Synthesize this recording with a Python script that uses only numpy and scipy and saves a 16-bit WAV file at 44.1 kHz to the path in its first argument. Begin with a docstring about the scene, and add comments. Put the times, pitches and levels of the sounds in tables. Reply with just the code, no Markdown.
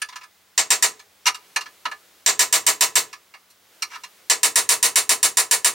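"""A steel punch knocks on a metal casing strapped to a vice as it is set on a bolt end.
From 0.6 s a small hammer taps it 3 times; punch and casing ring, brighter as the punch beds in.
The punch skids and knocks as it is set again; 6 blows follow from 2.3 s. After more knocks and
a second skid come 11 blows from 4.3 s. Throughout: a small, fairly dead workshop, faint air, hum
and cloth; a limiter flattens the first hundredths of a second of each blow."""
import sys
import numpy as np
from scipy import signal
from scipy.fft import rfft, irfft
from scipy.io import wavfile
from scipy.ndimage import uniform_filter1d

SR = 44100
rng = np.random.default_rng(int(sys.argv[2]) if len(sys.argv) > 2 else 0)


def wrap_up_sound(samples):
    """Save the sound to the file named by the first command line argument, as 16-bit audio."""
    columns = np.atleast_2d(samples).T
    # keep every value between -1 and 1, then stretch to whole-number steps
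    tamed = np.clip(columns, -1, 1)
    steps = np.round(tamed * 32767).astype(np.int16)
    wavfile.write(sys.argv[1], SR, steps)


N = 253134

# spectra of still air, work clothes and room tail: f/Hz, density/dB
AIR_SPECTRUM = [(18, -50), (30, -32), (81, 2), (145, -8), (203, -9), (258, -3.5), (1490, 0.5), (1660, -1.5),
                (2100, -0.5), (2590, -2.5), (3360, -1.5), (9860, -8), (14600, -9.5), (15800, -2)]
CLOTH_SPECTRUM = [(59, -26.5), (100, -20.5), (227, -12), (367, -3), (942, -7), (1810, -6.5), (3760, -7.5),
                  (15000, -13.5)]
ROOM_SPECTRUM = [(60, -11.5), (130, 2), (200, -2), (420, 3), (1000, -8.5), (2000, -12), (7000, -19.5),
                 (15000, -29.5)]
# sleeves and gloves moving: t/s, level/dB
CLOTH_ENVELOPE = [(0, -80), (1.0, -66), (1.5, -54.5), (3.1, -60.5), (3.55, -70), (3.75, -56), (4.2, -55),
                  (5.7, -76)]
# left-right likeness: f/Hz, coherence/1
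STEREO_COHERENCE = [(200, .98), (400, .93), (700, .74), (1200, .66), (4000, .75), (9000, .77), (14000, .88)]
# strongest modes of casing, and of punch and steel it touches: f/Hz, blow/dB, knock/dB, t60/s
CASING_MODES = [(428, -22, -22, 0.33), (993, -15, -8, 0.2), (1039, -13, -20, 0.2), (1112, -16, -14, 0.2),
                (1214, -17, -3, 0.19), (1297, -11, -5, 0.16), (1723, -13, -2, 0.16), (1857, -10, -21, 0.15),
                (1927, -7, -6, 0.11), (2164, -14, -4, 0.14), (2231, -9, -4, 0.14), (2277, -11, -4, 0.13),
                (2527, -17, -7, 0.13), (2638, -10, -11, 0.15), (2791, -20, -5, 0.17), (2985, -7, -17, 0.12),
                (3513, -15, -12, 0.13), (3540, -8, -13, 0.11), (3714, -20, -8, 0.12), (3771, -6, -14, 0.1),
                (3943, -11, -17, 0.16), (4064, -15, -11, 0.15), (4169, -16, -7, 0.14),
                (4277, -7, -12, 0.13), (4323, -9, -14, 0.12), (4468, -19, -10, 0.13),
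                (4541, -10, -16, 0.14), (4673, -16, -9, 0.14), (4767, -7, -16, 0.12),
                (4813, -16, -12, 0.19)]
STEEL_MODES = [(5098, -7, -18, 0.12), (5246, -12, -7, 0.13), (5294, -6, -16, 0.1), (5696, -12, -6, 0.18),
               (5814, -4, -18, 0.11), (6142, -7, -15, 0.12), (6393, -13, -10, 0.15), (6425, -6, -17, 0.15),
               (6460, -7, -22, 0.16), (6603, -9, -18, 0.19), (6635, -3, -12, 0.12), (6675, -7, -17, 0.14),
               (7181, 1, -15, 0.1), (7270, -4, -15, 0.1), (7321, -14, -9, 0.12), (7421, -3, -17, 0.12),
               (7456, 0, -15, 0.11), (7526, -4, -21, 0.11), (8150, -5, -20, 0.11), (8226, -2, -19, 0.14),
               (9324, -5, -12, 0.13), (9359, -2, -14, 0.1), (9405, -5, -19, 0.11), (10096, -10, -35, 0.13),
               (10188, -7, -32, 0.1), (10950, -13, -26, 0.12), (11426, -15, -25, 0.13),
               (12635, -13, -26, 0.12), (14104, -13, -32, 0.12), (14591, -16, -35, 0.13)]
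# decay of the crowd of weaker modes: f/Hz, t60/s
CROWD_DECAY = [(100, 0.33), (400, 0.2), (1000, 0.16), (2500, 0.15), (7000, 0.14), (15000, 0.15)]
# crowd spectrum under a knock, under a blow: f/Hz, density/dB
KNOCK_SPECTRUM = [(40, -39), (130, -46.5), (220, -52), (400, -38.5), (900, -22), (1500, -17.5),
                  (3000, -17.5), (4500, -26), (6000, -25), (9000, -27.5), (11500, -25.5), (15500, -36)]
BLOW_SPECTRUM = [(40, -45.5), (130, -32.5), (220, -35.5), (400, -28.5), (800, -28.5), (1500, -15),
                 (3000, -14.5), (6000, -14), (9000, -9.5), (11500, -19.5), (15500, -24.5)]
# mode groups standing out of those spectra: f/Hz, width/Hz, gain/dB
KNOCK_PEAKS = [(203, 26, 13.0), (308, 124, 13.0), (427, 51, 10.3), (564, 50, 7.2), (783, 60, 8.3),
               (984, 109, 13.0), (1240, 259, 13.0), (1729, 78, 10.3), (2284, 568, 9.8), (2817, 108, 8.4),
               (4203, 599, 8.5), (4920, 599, 8.8), (5669, 398, 13.0), (6098, 104, 7.8), (6509, 437, 9.4),
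               (7372, 369, 13.0), (8341, 326, 9.4), (9339, 371, 13.0)]
BLOW_PEAKS = [(289, 73, 8.4), (450, 184, 13.0), (658, 110, 12.6), (783, 63, 13.0), (990, 181, 13.0),
              (1091, 408, 8.0), (1298, 49, 7.0), (1709, 69, 7.5), (1915, 204, 10.2), (2235, 140, 8.6),
              (2661, 383, 4.9), (2989, 73, 6.7), (3535, 98, 5.2), (3796, 150, 6.5), (4279, 74, 6.3),
              (4603, 599, 3.9), (5749, 599, 7.7), (6585, 325, 6.7), (7173, 142, 9.9), (7480, 233, 11.0),
              (8248, 216, 9.2), (9359, 277, 8.2), (10137, 260, 4.7), (14117, 599, 3.7)]
# weighting of the strongest modes under a blow: f/Hz, gain/dB
BLOW_MODE_EQ = [(430, 1), (1000, -3), (5000, 2), (11000, -3)]
# punch set against the casing: t/s, level/dB, tilt/(dB/octave)
PUNCH_KNOCKS = [(0.017, -18, -1), (0.086, -30.5, -1.5), (0.124, -34.5, -5), (0.157, -26, -1.9),
                (0.21, -35.5, -6), (0.231, -35.5, -1.5), (0.992, -35.5, -0.5), (1.344, -25.5, 0.5),
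                (1.5603, -11.5, -2), (1.608, -25, -1), (1.657, -30.5, -7.5), (1.853, -17, -6),
                (1.913, -25.5, -4.5), (3.128, -28, -0.6), (3.338, -35.5, -5), (3.5, -47.5, 7.5),
                (3.821, -16.5, 1), (4.035, -27, -0.5)]
# tip skidding on the casing wall: t/s, length/s, final level/dB, tilt/(dB/octave)
PUNCH_SKIDS = [(1.257, 0.017, -11, -1), (3.9, 0.058, -31.5, -4)]
# seated punch tone per run: from t/s, edge near 10 kHz/dB, treble over 11 kHz/dB
RUN_TONES = [(0.5, -1.5, 1), (2.2, -2.5, 3.5), (4.2, 4, 3.5)]
# hammer on punch: t/s, level/dB
HAMMER_BLOWS = [(0.577, -6.5), (0.7041, -4.5), (0.8244, -5.5), (2.2615, -1.5), (2.3925, -3.5),
                (2.526, -2.5), (2.6653, -2.5), (2.8083, -3.5), (2.9547, -4), (4.2977, -6), (4.431, -4.5),
                (4.557, -3), (4.69, -1), (4.8273, -2.5), (4.957, -4), (5.0921, -4), (5.2288, -4.5),
                (5.3706, -4), (5.511, -4), (5.6454, -4.5)]

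RING_SAMPLES = 16384
AGE_S = np.arange(RING_SAMPLES) / SR


def from_db(db):
    """Decibels to gain."""
    return 10 ** (np.asarray(db) / 20)


def at_hz(points, hz):
    """Read a table along log frequency."""
    known_hz, values = np.transpose(points)
    return np.interp(np.log(np.maximum(hz, 1)), np.log(known_hz), values)


def bins_hz(size):
    """Spectrum frequencies for size samples."""
    return np.arange(size // 2 + 1) * SR / size


def add(track, t_s, sound):
    """Mix a sound in at t_s."""
    start = max(round(t_s * SR), 0)
    track[:, start:start + sound.shape[1]] += sound[:, :N - start]


def panned(x, right_db):
    """Right louder than left by right_db."""
    return x * from_db([[-right_db / 2], [right_db / 2]])


def noise_spectrum(colour, size, peaks=()):
    """Spectrum of coloured stereo noise, rms 1; sides most alike in the bass."""
    hz = bins_hz(size)
    mid, side = rfft(rng.standard_normal((2, size)))
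    alike = np.clip(at_hz(STEREO_COHERENCE, hz), 0, 1)
    peaks_db = sum(db / (1 + (2 * (hz - peak_hz) / width_hz) ** 2) for peak_hz, width_hz, db in peaks)
    gain = from_db(at_hz(colour, hz) + peaks_db)
    pair = np.sqrt((1 + alike) / 2) * mid + np.sqrt((1 - alike) / 2) * side * [[1], [-1]]
    return pair * gain / np.sqrt(np.mean(gain ** 2))


def background(air_db=-56.5, hum_hz=191, hum_db=-80):
    """Still air, rustling work clothes, faint mains hum."""
    t_s = np.arange(N) / SR
    air = from_db(air_db) * irfft(noise_spectrum(AIR_SPECTRUM, N), N)
    cloth_db = np.interp(t_s, *np.transpose(CLOTH_ENVELOPE))
    cloth = from_db(cloth_db) * irfft(noise_spectrum(CLOTH_SPECTRUM, N), N)
    hum = from_db(hum_db) * np.sqrt(2) * np.sin(2 * np.pi * hum_hz * t_s)
    return air + cloth + hum


def workshop(x, room_db=-30.5, t60_s=0.52, build_s=0.016):
    """Faint, dull tail from benches and walls."""
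    envelope = (1 - np.exp(-AGE_S / build_s)) * from_db(-60 * AGE_S / t60_s)
    tail = irfft(noise_spectrum(ROOM_SPECTRUM, RING_SAMPLES)) * envelope
    tail /= np.sqrt(np.sum(tail ** 2) / 2)
    return from_db(room_db) * signal.fftconvolve(x.mean(axis=0)[None], tail, axes=1)[:, :N]


def ring_envelope(hz, t60_s, contact_s, build_cycles=7.23):
    """Vibration builds during contact, low modes later, then decays."""
    rise_s = contact_s + build_cycles / hz
    return (1 - np.exp(-AGE_S / rise_s)) * from_db(-60 * AGE_S / t60_s)


def contact_spot(spread_db):
    """Each spot touched favours some frequencies, starves others: f/Hz, gain/dB."""
    hz = np.arange(100, SR / 2, 170)
    return np.transpose([hz, spread_db * rng.standard_normal(len(hz))])


def mode_phases(count, spread_rad=0.29):
    """Each mode reaches left and right with its own phase."""
    return rng.uniform(0, 2 * np.pi, count) + spread_rad * rng.standard_normal(count) * [[1], [-1]]


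def mode_crowd(shared, fresh, tone_db, contact_s, damping=1):
    """Countless overlapping modes in 7 bands; part of the pattern is fresh at each contact."""
    hz, centres_hz = bins_hz(RING_SAMPLES), np.geomspace(120, 14000, 7)
    spectrum = (0.8 * shared + 0.6 * fresh) * from_db(tone_db(hz))
    out = 0
    for centre_hz, weights in zip(centres_hz, np.eye(len(centres_hz))):
        band = irfft(spectrum * at_hz(np.transpose([centres_hz, weights]), hz))
        t60_s = at_hz(CROWD_DECAY, centre_hz) / damping
        out = out + band * ring_envelope(centre_hz, t60_s, contact_s)
    return out


def clear_modes(hz, level_db, t60_s, phases, tone_db, contact_s, scatter_db=0.0):
    """The strongest modes ring as decaying sines."""
    gain = from_db(level_db + tone_db(hz) + scatter_db * rng.standard_normal(hz.shape))
    envelope = gain * ring_envelope(hz, t60_s, contact_s)
    angle = (2 * np.pi * hz * AGE_S).astype(np.float32)
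    return np.cos(phases) @ (envelope * np.sin(angle)) + np.sin(phases) @ (envelope * np.cos(angle))


def skid_touches(count=5, jitter=0.03, swell_db=7, ring_db=1):
    """The tip skids in uneven, swelling knocks until it catches; held on the wall, it rings less."""
    touches = []
    for start_s, length_s, final_db, tilt_db_oct in PUNCH_SKIDS:
        for along in np.linspace(0, 1, count):
            t_s = start_s + length_s * (along + jitter * rng.standard_normal())
            touches.append((t_s, final_db - swell_db * (1 - along) ** 2, tilt_db_oct, ring_db))
    return touches


def punch_knocks(crowd_db=3.0, modes_db=-13.0, knock_ring_db=4, crowd_damping=1.83, mode_damping=1.48,
                 firm_db=-13.5, firm_contact_s=0.00079, doubling_db=9.5):
    """The punch clinks and skids on the casing, damped by a gloved hand; lighter contacts last longer."""
    hz, _, mode_db, t60_s = np.vstack([CASING_MODES, STEEL_MODES]).T[:, :, None]
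    mode_db = mode_db + at_hz([(1000, -3.0), (1250, 0)], hz)   # a light touch stirs low modes less
    bite_eq = [(2500, 0), (4400, 2.5), (6500, 0)]
    shared = noise_spectrum(KNOCK_SPECTRUM, RING_SAMPLES, KNOCK_PEAKS)
    phases = mode_phases(len(hz))
    touches = [(*knock, knock_ring_db) for knock in PUNCH_KNOCKS] + skid_touches()
    out = np.zeros((2, N))
    for t_s, level_db, tilt_db_oct, ring_db in touches:
        spot_eq = contact_spot(spread_db=4.0)
        contact_s = firm_contact_s * 2 ** ((firm_db - level_db) / doubling_db)

        def tone_db(f_hz):
            octaves = np.log2(np.clip(f_hz, 1000, 12000) / 3000)
            return tilt_db_oct * octaves + at_hz(bite_eq, f_hz) + at_hz(spot_eq, f_hz)

        fresh = noise_spectrum(KNOCK_SPECTRUM, RING_SAMPLES, KNOCK_PEAKS)
        clash = mode_crowd(shared, fresh, tone_db, contact_s, crowd_damping)
        ring = clear_modes(hz, mode_db, t60_s / mode_damping, phases, tone_db, contact_s, scatter_db=1.5)
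        knock = from_db(crowd_db - ring_db) * clash + from_db(modes_db + ring_db) * ring
        add(out, t_s, from_db(level_db) * knock)
    return panned(out, right_db=0.5)


def seated_blows(loose_edge_db=-7.5, loose_treble_db=-5, seating_s=0.091):
    """A loose punch sounds dull until blows drive it in: t/s, level/dB, edge/dB, treble/dB."""
    rows = []
    ends_s = [run[0] for run in RUN_TONES[1:]] + [np.inf]
    for (start_s, edge_db, treble_db), end_s in zip(RUN_TONES, ends_s):
        run = [blow for blow in HAMMER_BLOWS if start_s <= blow[0] < end_s]
        for t_s, level_db in run:
            loose = np.exp(-(t_s - run[0][0]) / seating_s)
            rows.append((t_s, level_db, edge_db + loose * loose_edge_db,
                         treble_db + loose * loose_treble_db))
    return rows


def hammer_blows(crowd_db=1.5, modes_db=-12.0, casing_db=-0.29, contact_s=0.0001, mode_damping=0.86):
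    """The hammer drives the punch onto the bolt; the whole casing rings."""
    hz, mode_db, _, t60_s = np.vstack([CASING_MODES, STEEL_MODES]).T[:, :, None]
    mode_db = mode_db + at_hz(BLOW_MODE_EQ, hz)
    shared = noise_spectrum(BLOW_SPECTRUM, RING_SAMPLES, BLOW_PEAKS)
    phases = mode_phases(len(hz))
    out = np.zeros((2, N))
    for t_s, level_db, edge_db, treble_db in seated_blows():
        seating_eq = [(2200, casing_db), (3600, 0), (8200, 0),
                      (9600, edge_db), (10400, edge_db), (11200, treble_db)]
        spot_eq = contact_spot(spread_db=0.88)
        tone_db = lambda f_hz: at_hz(seating_eq, f_hz) + at_hz(spot_eq, f_hz)
        fresh = noise_spectrum(BLOW_SPECTRUM, RING_SAMPLES, BLOW_PEAKS)
        clash = mode_crowd(shared, fresh, tone_db, contact_s)
        ring = clear_modes(hz, mode_db, t60_s / mode_damping, phases, tone_db, contact_s)
        blow = from_db(crowd_db) * clash + from_db(modes_db) * ring
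        add(out, t_s, from_db(level_db) * blow)
    return out


def scene():
    """Work close by, slightly to the right."""
    metal = hammer_blows() + punch_knocks()
    return panned(metal + workshop(metal), right_db=0.83) + background()


def limiter(x, threshold_db=-11.0, release_db_per_s=409.0, window_s=0.0014, attack_s=0.000057):
    """Cuts loud sound within a millisecond, releases quickly."""
    power = uniform_filter1d(np.mean(x ** 2, axis=0), int(window_s * SR))
    level_db = 10 * np.log10(np.abs(power) + 1e-12)
    excess_db = np.maximum(level_db - threshold_db, 0)
    release_db = release_db_per_s * np.arange(N) / SR
    cut_db = np.maximum.accumulate(excess_db + release_db) - release_db
    lag = np.exp(-1 / (attack_s * SR))   # the first crack slips through
    return x * from_db(-signal.lfilter([1 - lag], [1, -lag], cut_db))


def record(dry, ceiling=1.19, low_cut_hz=63.0, high_cut_hz=15800):
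    """Bass cut, limiter, soft clip, steep top cut."""
    thin = signal.sosfilt(signal.butter(2, low_cut_hz, "high", fs=SR, output="sos"), dry)
    rounded = ceiling * np.tanh(limiter(thin) / ceiling)
    return signal.sosfilt(signal.ellip(10, 0.1, 80, high_cut_hz, fs=SR, output="sos"), rounded)


dry = scene()
out = record(dry)
wrap_up_sound(out)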